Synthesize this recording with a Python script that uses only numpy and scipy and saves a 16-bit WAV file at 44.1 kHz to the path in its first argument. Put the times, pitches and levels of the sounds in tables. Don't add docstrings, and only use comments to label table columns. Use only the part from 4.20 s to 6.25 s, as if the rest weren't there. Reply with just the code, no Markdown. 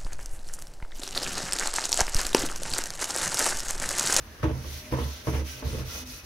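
import sys
import numpy as np
from scipy import signal
from scipy.fft import rfft, irfft
from scipy.io import wavfile

SR = 44100
rng = np.random.default_rng(int(sys.argv[2]) if len(sys.argv) > 2 else 0)


def makeup_ratio(level_db):
    decades = np.asarray(level_db, float) / 20
    return 10 ** decades


def bounce(signal):
    frames = np.transpose(np.atleast_2d(signal))
    limited = np.clip(frames, -1, 1)
    pcm = np.round(limited * 32767).astype(np.int16)
    wavfile.write(sys.argv[1], SR, pcm)


N = 90404
T = np.arange(N) / SR


def rms_one(x):
    return x / np.sqrt(np.mean(x ** 2) + 1e-20)


def at_hz(points, hz):
    point_hz, value = np.array(points).T
    return np.interp(np.log(hz), np.log(point_hz), value)


def drift(rate_hz):
    r = np.exp(-80 * np.pi * rate_hz / SR)
    slow = signal.lfilter([1], [1, -2 * r, r * r], rng.standard_normal(N // 40 + 2002))
    slow = slow[2000:]
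    return np.interp(np.arange(N) / 40, np.arange(len(slow)), rms_one(slow))


def ring(x, hz, t60, lead=0.):
    r = makeup_ratio(-60 / (t60 * SR))
    w = 2 * np.pi * hz / SR
    return signal.lfilter([np.sin(lead), r * np.sin(w - lead)], [1, -2 * r * np.cos(w), r * r], x + 1e-18)


# frequency in Hz, likeness from 0 to 1.
STEREO_LIKENESS = [(100, 0.95), (300, 0.85), (700, 0.35), (1500, 0.28), (3000, 0.22), (8000, 0.057)]


def bands(source, spectrum):
    hz = np.maximum(np.arange(N // 2 + 1) * SR / N, 1)
    alike = np.clip(at_hz(STEREO_LIKENESS, hz), 0, .99)
    mid, side = rfft(source)
    pair = np.sqrt(1 + alike) * mid + np.sqrt(1 - alike) * side * [[1], [-1]]
    pair = pair * makeup_ratio(at_hz(spectrum, hz)) * (hz > 20)
    pair = pair / np.sqrt(np.mean(irfft(pair.mean(0), N) ** 2))
    for step in range(15, 43):
        overlap = np.clip(1 - abs(3 * np.log2(hz) - step), 0, 1)
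        yield 2 ** (step / 3), irfft(pair * overlap, N)


# start in seconds, end in seconds, hiss level in dB, rasp level in dB,
# where in the stroke the speed peaks from 0 to 1.
STROKES = [(0.0, 0.25, -75, -61, 1), (0.225, 0.337, -56.5, -42.5, 0), (0.292, 0.452, -52, -57, 0.83),
           (0.415, 0.633, -44, -60.5, 0.73), (0.605, 0.737, -50, -62, 0.3),
           (0.709, 0.758, -46.5, -44, 0.33), (0.74, 1.06, -45.5, -55, 0.31),
           (1.034, 1.118, -45.5, -48, 0.7), (1.097, 1.231, -45, -43.5, 0.37),
           (1.243, 1.383, -43, -60, 0.39), (1.362, 1.433, -47.5, -53.5, 0.27),
           (1.433, 1.646, -45, -50, 0.26), (1.642, 1.846, -41, -50, 0.56), (1.851, 2.028, -44, -62.5, 0.35),
           (2.032, 2.102, -47.5, -60, 0.57)]
HISS_COLUMN, RASP_COLUMN = 2, 3
# centre in Hz, boost in dB.
CRUST_PATCHES = [(1600, 15.5), (2000, -3), (3000, -5), (3370, 2), (2300, 7.5), (9200, 2.5), (3600, 5.5),
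                 (11000, 2.5), (2520, 1.5), (2650, 4), (3000, 4), (3800, 3.5), (2300, -2.5), (3040, -3.5),
                 (3000, -4)]


def speed(column, hz=None):
    squareness = 0.62
    patch_octaves = 0.27
    power = np.zeros(N)
    for stroke, (patch_hz, patch_db) in zip(STROKES, CRUST_PATCHES):
        start, end = stroke[:2]
        span = slice(int(start * SR), int(end * SR))
        u = np.clip((T[span] - start) / (end - start), 0, 1)
        peak = np.clip(stroke[4], .1, .9)
        u = np.where(u < peak, u / peak, (1 - u) / (1 - peak))
        tint_db = 0
        if hz:
            tint_db = patch_db * np.exp(-(np.log2(hz / patch_hz) / patch_octaves) ** 2)
        power[span] += (makeup_ratio(stroke[column] + tint_db) * np.sin(np.pi / 2 * u) ** squareness) ** 2
    return np.sqrt(power)


# frequency in Hz, level in dB per Hz.
ROOM_SPECTRUM = [(30, -3), (75, -2.5), (180, -19), (330, -17), (700, -21), (1500, -21.5), (5000, -26),
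                 (15800, -34.5)]
# frequency in Hz, level in dB.
APPLIANCE_HUM = [(252, -57.5), (610, -66)]


def kitchen():
    room_db, hum_t60_s, hum_sway_db = -47.5, 0.17, 4.5
    out = np.zeros((2, N))
    for hz, level_db in APPLIANCE_HUM:
        tone = rms_one(ring(rng.standard_normal(N), hz, hum_t60_s))
        out += makeup_ratio(level_db + hum_sway_db * drift(5)) * tone
    for hz, band in bands(rng.standard_normal((2, N)), ROOM_SPECTRUM):
        out += makeup_ratio(room_db) * band * makeup_ratio(0.55 * drift(1.5))
    return out


# crest in seconds, level in dB, rise in seconds, fall in seconds.
FLOOR_SWINGS = [(.035, -47, 0.034, 0.02), (.1, -47, .03, 0.054), (.213, -37, .015, 0.0059),
                (.281, -23.5, 0.051, 0.0093), (.337, -27, 0.036, 0.031), (.420, -33.5, 0.017, 0.0067),
                (.488, -33, 0.057, 0.049), (.570, -42, 0.027, 0.015), (.743, -26, 0.015, 0.021),
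                (.835, -26, 0.048, 0.081), (1.090, -27.5, 0.011, 0.013), (1.186, -24, 0.087, 0.082),
                (1.471, -24, 0.034, 0.019), (1.515, -30, 0.0061, 0.019), (1.573, -28.5, 0.022, 0.052),
                (1.657, -36, 0.017, 0.0061), (1.694, -31.5, .015, 0.015), (1.746, -40, 0.014, 0.077)]
# crest in seconds, level in dB, rise in seconds, fall in seconds.
WALL_SWINGS = [(.008, -43, 0.0091, 0.018), (.242, -20, 0.012, 0.0081), (.280, -26, 0.0091, 0.0091),
               (.306, -28.5, 0.0085, 0.021), (.354, -32, 0.038, 0.057), (.520, -44, 0.073, 0.1),
               (.734, -30, 0.018, 0.013), (.772, -27.5, 0.041, 0.029), (.864, -31.5, 0.018, 0.011),
               (1.088, -24, 0.018, 0.026), (1.146, -29, 0.026, 0.024), (1.207, -40.5, 0.026, 0.045),
               (1.361, -46, 0.032, 0.12), (1.465, -31.5, 0.027, 0.019), (1.538, -30, 0.012, 0.006),
               (1.575, -35, 0.018, 0.0093), (1.627, -34, 0.039, 0.045), (.7, -47, .015, 0.009),
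               (1.9, -51, 0.04, 0.095)]


def boom():
    rub_db, fall_shape, pan_db = -40, 1.36, -2.5
    floor = (FLOOR_SWINGS, 72, 0.15, 0)   # swings, Hz, t60 s, left lead rad
    walls = (WALL_SWINGS, 129, 0.19, 0.48)
    out = np.zeros((2, N))
    for swings, hz, t60, lead in (floor, walls):
        rub = speed(RASP_COLUMN) * makeup_ratio(rub_db) * rng.normal(0, 1, N)
        out += ring(rub, hz, t60)
        for crest, level_db, rise, fall in swings:
            u = T - crest
            swell = np.cos(np.pi / 2 * np.clip(u / rise, -1, 0))
            decay = np.exp(-(abs(u) / fall) ** fall_shape)
            swing = np.cos(2 * np.pi * hz * u + [[lead / 2], [-lead / 2]])
            out += makeup_ratio(level_db) * np.where(u < 0, swell, decay) * swing
    return out * makeup_ratio([[pan_db / 2], [-pan_db / 2]])


# time in seconds, level in dB, chatter length in seconds,
# brightness in dB per octave, level of the pan's own ring in dB.
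KNOCKS = [(0.196, -43, 0.0075, 5.5, 8), (0.23, -23.5, 0.01, 4.5, 3.5), (0.239, -27, 0.0067, 4, 17.5),
          (0.251, -20, 0.035, -0.5, 12.5), (0.293, -23.5, 0.08, -4, -10), (0.443, -32, 0.045, -2.5, 2),
          (0.724, -15.5, 0.012, -1.5, -1.5), (0.736, -25.5, 0.083, 2, 4.5), (0.785, -23, 0.042, -1.5, -6),
          (1.07, -19, 0.015, 1.5, 8), (1.081, -21.5, 0.079, -4.5, 3.5), (1.136, -32, 0.057, 5, -10),
          (1.206, -44, 0.04, -5, 8), (1.257, -49, 0.022, 7, 0), (1.423, -25.5, 0.016, 1, 1),
          (1.438, -28, 0.12, -3, -14), (1.454, -33.5, 0.034, -8.5, 5), (1.53, -28, 0.018, -3, -11),
          (1.543, -24.5, 0.057, -6, -3), (1.583, -44.5, 0.056, 9, -20), (1.746, -38.5, 0.033, 3.5, -12),
          (1.767, -44, 0.013, -5, -14)]
# low mode in Hz, boost in dB, high mode in Hz, boost in dB.
LANDING_SEATS = [(230, 2, 1000, 5), (226, 13, 1290, 5), (600, 6.5, 870, 11), (423, 9, 1200, 0),
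                 (600, 5, 970, 11), (303, 6, 1100, 7), (230, 5, 1010, 9), (467, 11, 985, 11),
                 (242, 20, 1290, 4), (605, 6.5, 1095, 5), (443, 7, 920, 9), (540, 9, 1290, 5),
                 (570, 12, 1090, 2), (600, 13, 1000, -5), (262, 7.5, 760, 1), (540, 3, 1100, -9),
                 (231, 3, 1490, 3), (600, 0, 1300, 12), (437, 5, 1000, -3), (450, 9, 1500, -1),
                 (600, 10, 900, -10), (262, 19.5, 900, -8)]
# frequency in Hz, level in dB, t60 in seconds,
# left over right in dB, left lead in radians.
SHEET_MODES = [(214.6, -6.5, 0.076, -1.5, 1.07), (260.2, -13.5, 0.26, -2, -0.15),
               (314.7, -4.5, 0.095, 2, 0.25), (448, -5, 0.072, -3, 0.33), (469.4, -11.5, 0.12, -8.5, 0.52),
               (524, -7.5, 0.077, 3.5, -0.24), (605.5, -7.5, 0.092, 0, 1.05), (886, -16.5, 0.14, -4, 1.5),
               (944, -13.5, 0.068, 3, 1.2), (997, -15, 0.15, -2, 2.04), (1105, -10, 0.055, -8.5, -1),
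               (1282, -12, 0.04, 8.5, -1.36), (1550, -18.5, 0.13, -1, 1.9), (1810, -17.5, 0.039, 9, 1.3)]
# frequency in Hz, level in dB per Hz.
CLATTER_SPECTRUM = [(180, 10), (400, 7), (1000, 2.5), (2000, -1), (4000, -14), (8000, -24), (15000, -42)]


def sheet():
    strike_db, first_strike_db, clatter_db, rub_db = -16, 8.5, -16.5, -24.5
    chatter_per_s, contact_hz, pan_ring_hz = 350, 2420, 317
    seat_width = 0.071
    soften = 0.33
    clatter_t60_s, clatter_fall = .13, 0.63
    s, db, length, bright_db, own_db = np.transpose(KNOCKS)
    seat_hz, seat_db = np.transpose(LANDING_SEATS)[0::2], np.transpose(LANDING_SEATS)[1::2]
    since = T - s[:, None]
    shape = np.exp(-np.clip(since, 0, 1) / length[:, None])
    shape = shape * (since >= 0) * (since < 2 * length[:, None])
    touch = 1. * (rng.random(N) < chatter_per_s / SR)
    rub = speed(RASP_COLUMN) * makeup_ratio(rub_db)
    dull = np.exp(-2 * np.pi * contact_hz / SR)
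    out = np.zeros((2, N))
    for hz, level_db, t60, pan_db, lead in SHEET_MODES:
        favour_db = np.sum(seat_db * np.exp(-(np.log(hz / seat_hz) / seat_width) ** 2), axis=0)
        favour_db = favour_db + own_db * (abs(np.log(hz / pan_ring_hz)) < .1)
        force = makeup_ratio(db + bright_db * np.log2(hz / 400) + favour_db) @ shape
        chatter = touch * rng.choice([-1, 1], N) * rng.uniform(0.47, 1.0, N)
        clicks = makeup_ratio(strike_db) * force * chatter + rub * rng.normal(0, 1, N)
        landing = (np.ceil(s * hz) / hz * SR).astype(int)
        hardness = (length / .01) ** -soften * rng.uniform(.7, 1.3, len(s))
        clicks[landing] += makeup_ratio(strike_db + first_strike_db) * force[landing] * hardness
        clicks = makeup_ratio(level_db) * signal.lfilter([1 - dull], [1, -dull], clicks)
        left = makeup_ratio(pan_db / 2) * ring(clicks, hz, t60, lead / 2)
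        right = makeup_ratio(-pan_db / 2) * ring(clicks, hz, t60, -lead / 2)
        out += [left, right]
    for hz, band in bands(rng.standard_normal((2, N)), CLATTER_SPECTRUM):
        r = makeup_ratio(-120 / (SR * clatter_t60_s * (hz / 500) ** -clatter_fall))
        force = makeup_ratio(db + bright_db * np.log2(hz / 400)) @ shape
        energy = signal.lfilter([1 - r], [1, -r], force ** 2)
        out += makeup_ratio(clatter_db) * np.sqrt(energy) * band
    return out


def grit():
    catches_per_s, spread_db = 9000, 1.5
    sizes = makeup_ratio(spread_db * np.minimum(rng.exponential(1, (2, N)), 5))
    sizes = sizes * rng.choice([-1, 1], (2, N))
    return sizes * (rng.random((2, N)) < catches_per_s / SR)


def scour(spectrum, column, brighten, pace, shared):
    patchy_db = 1.5
    out = np.zeros((2, N))
    for hz, band in bands(grit(), spectrum):
        brightness = pace ** (brighten * np.log2(hz / 5000))
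        patchiness = makeup_ratio(patchy_db * (.15 * shared + drift(25)))
        out += speed(column, hz) * band * brightness * patchiness
    return out


# frequency in Hz, level in dB per Hz.
HISS_SPECTRUM = [(1200, -10), (2000, 1.5), (3000, 1.5), (5000, 3.5), (9000, -1), (15800, -6.5)]
# frequency in Hz, level in dB per Hz.
RASP_SPECTRUM = [(300, 11), (800, 6), (1500, 4.5), (2500, 5.5), (3500, -2), (5000, -24)]
# frequency in Hz, level in dB, t60 in seconds.
IRON_MODES = [(1374, -13.5, 0.085), (1543, -16, 0.061), (2014, -16, 0.12), (2290, -32, 0.06),
              (2528, -13, 0.19), (2940, -16, 0.14), (3544, -15, 0.18), (4570, -19, .1), (5800, -16, .04),
              (6150, -14, 0.094)]


def pad():
    iron_sway_db = 6
    shared = drift(31)
    fast = speed(HISS_COLUMN)
    fast_rms = np.sqrt(np.mean(fast ** 2))
    pace = np.clip(fast / makeup_ratio(-47), .1, 3)
    hiss = scour(HISS_SPECTRUM, HISS_COLUMN, 0.2, pace, shared)
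    rasp = scour(RASP_SPECTRUM, RASP_COLUMN, 0, pace, shared)
    catches = grit() * fast / fast_rms
    iron = np.zeros((2, N))
    for hz, level_db, t60 in IRON_MODES:
        iron += makeup_ratio(level_db) * rms_one(ring(catches * makeup_ratio(iron_sway_db * drift(1.9)), hz, t60))
    return hiss + rasp + iron * fast_rms


def scene():
    return kitchen() + boom() + sheet() + pad()


# frequency in Hz, gain in dB.
LEFT_PORT = [(130, 0.5), (2500, -1), (5900, -2.5), (7200, -3), (8700, -8), (9200, 0.5), (12000, 2.5),
             (15800, 2.5)]
# frequency in Hz, gain in dB.
RIGHT_PORT = [(130, 1), (5000, -1.4), (5900, 5.5), (6600, 0.5), (7900, -63), (8700, -5), (9300, -6.5),
              (15800, -5)]


def microphones(dry):
    low_cut_hz, cutoff_hz = 42, 15800
    hz = np.maximum(np.arange(N + 1) * SR / N / 2, 1)
    ports = makeup_ratio([at_hz(LEFT_PORT, hz), at_hz(RIGHT_PORT, hz)])
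    ports = ports * (hz < cutoff_hz) / np.sqrt(1 + (low_cut_hz / hz) ** 8)
    return irfft(rfft(dry, 2 * N) * ports)[:, :N]


def band_limit(x):
    return signal.sosfilt(signal.butter(12, 16560, fs=SR, output="sos"), x)


def record(dry):
    mix = microphones(dry)
    return band_limit(mix)


dry = scene()
out = record(dry)
bounce(out)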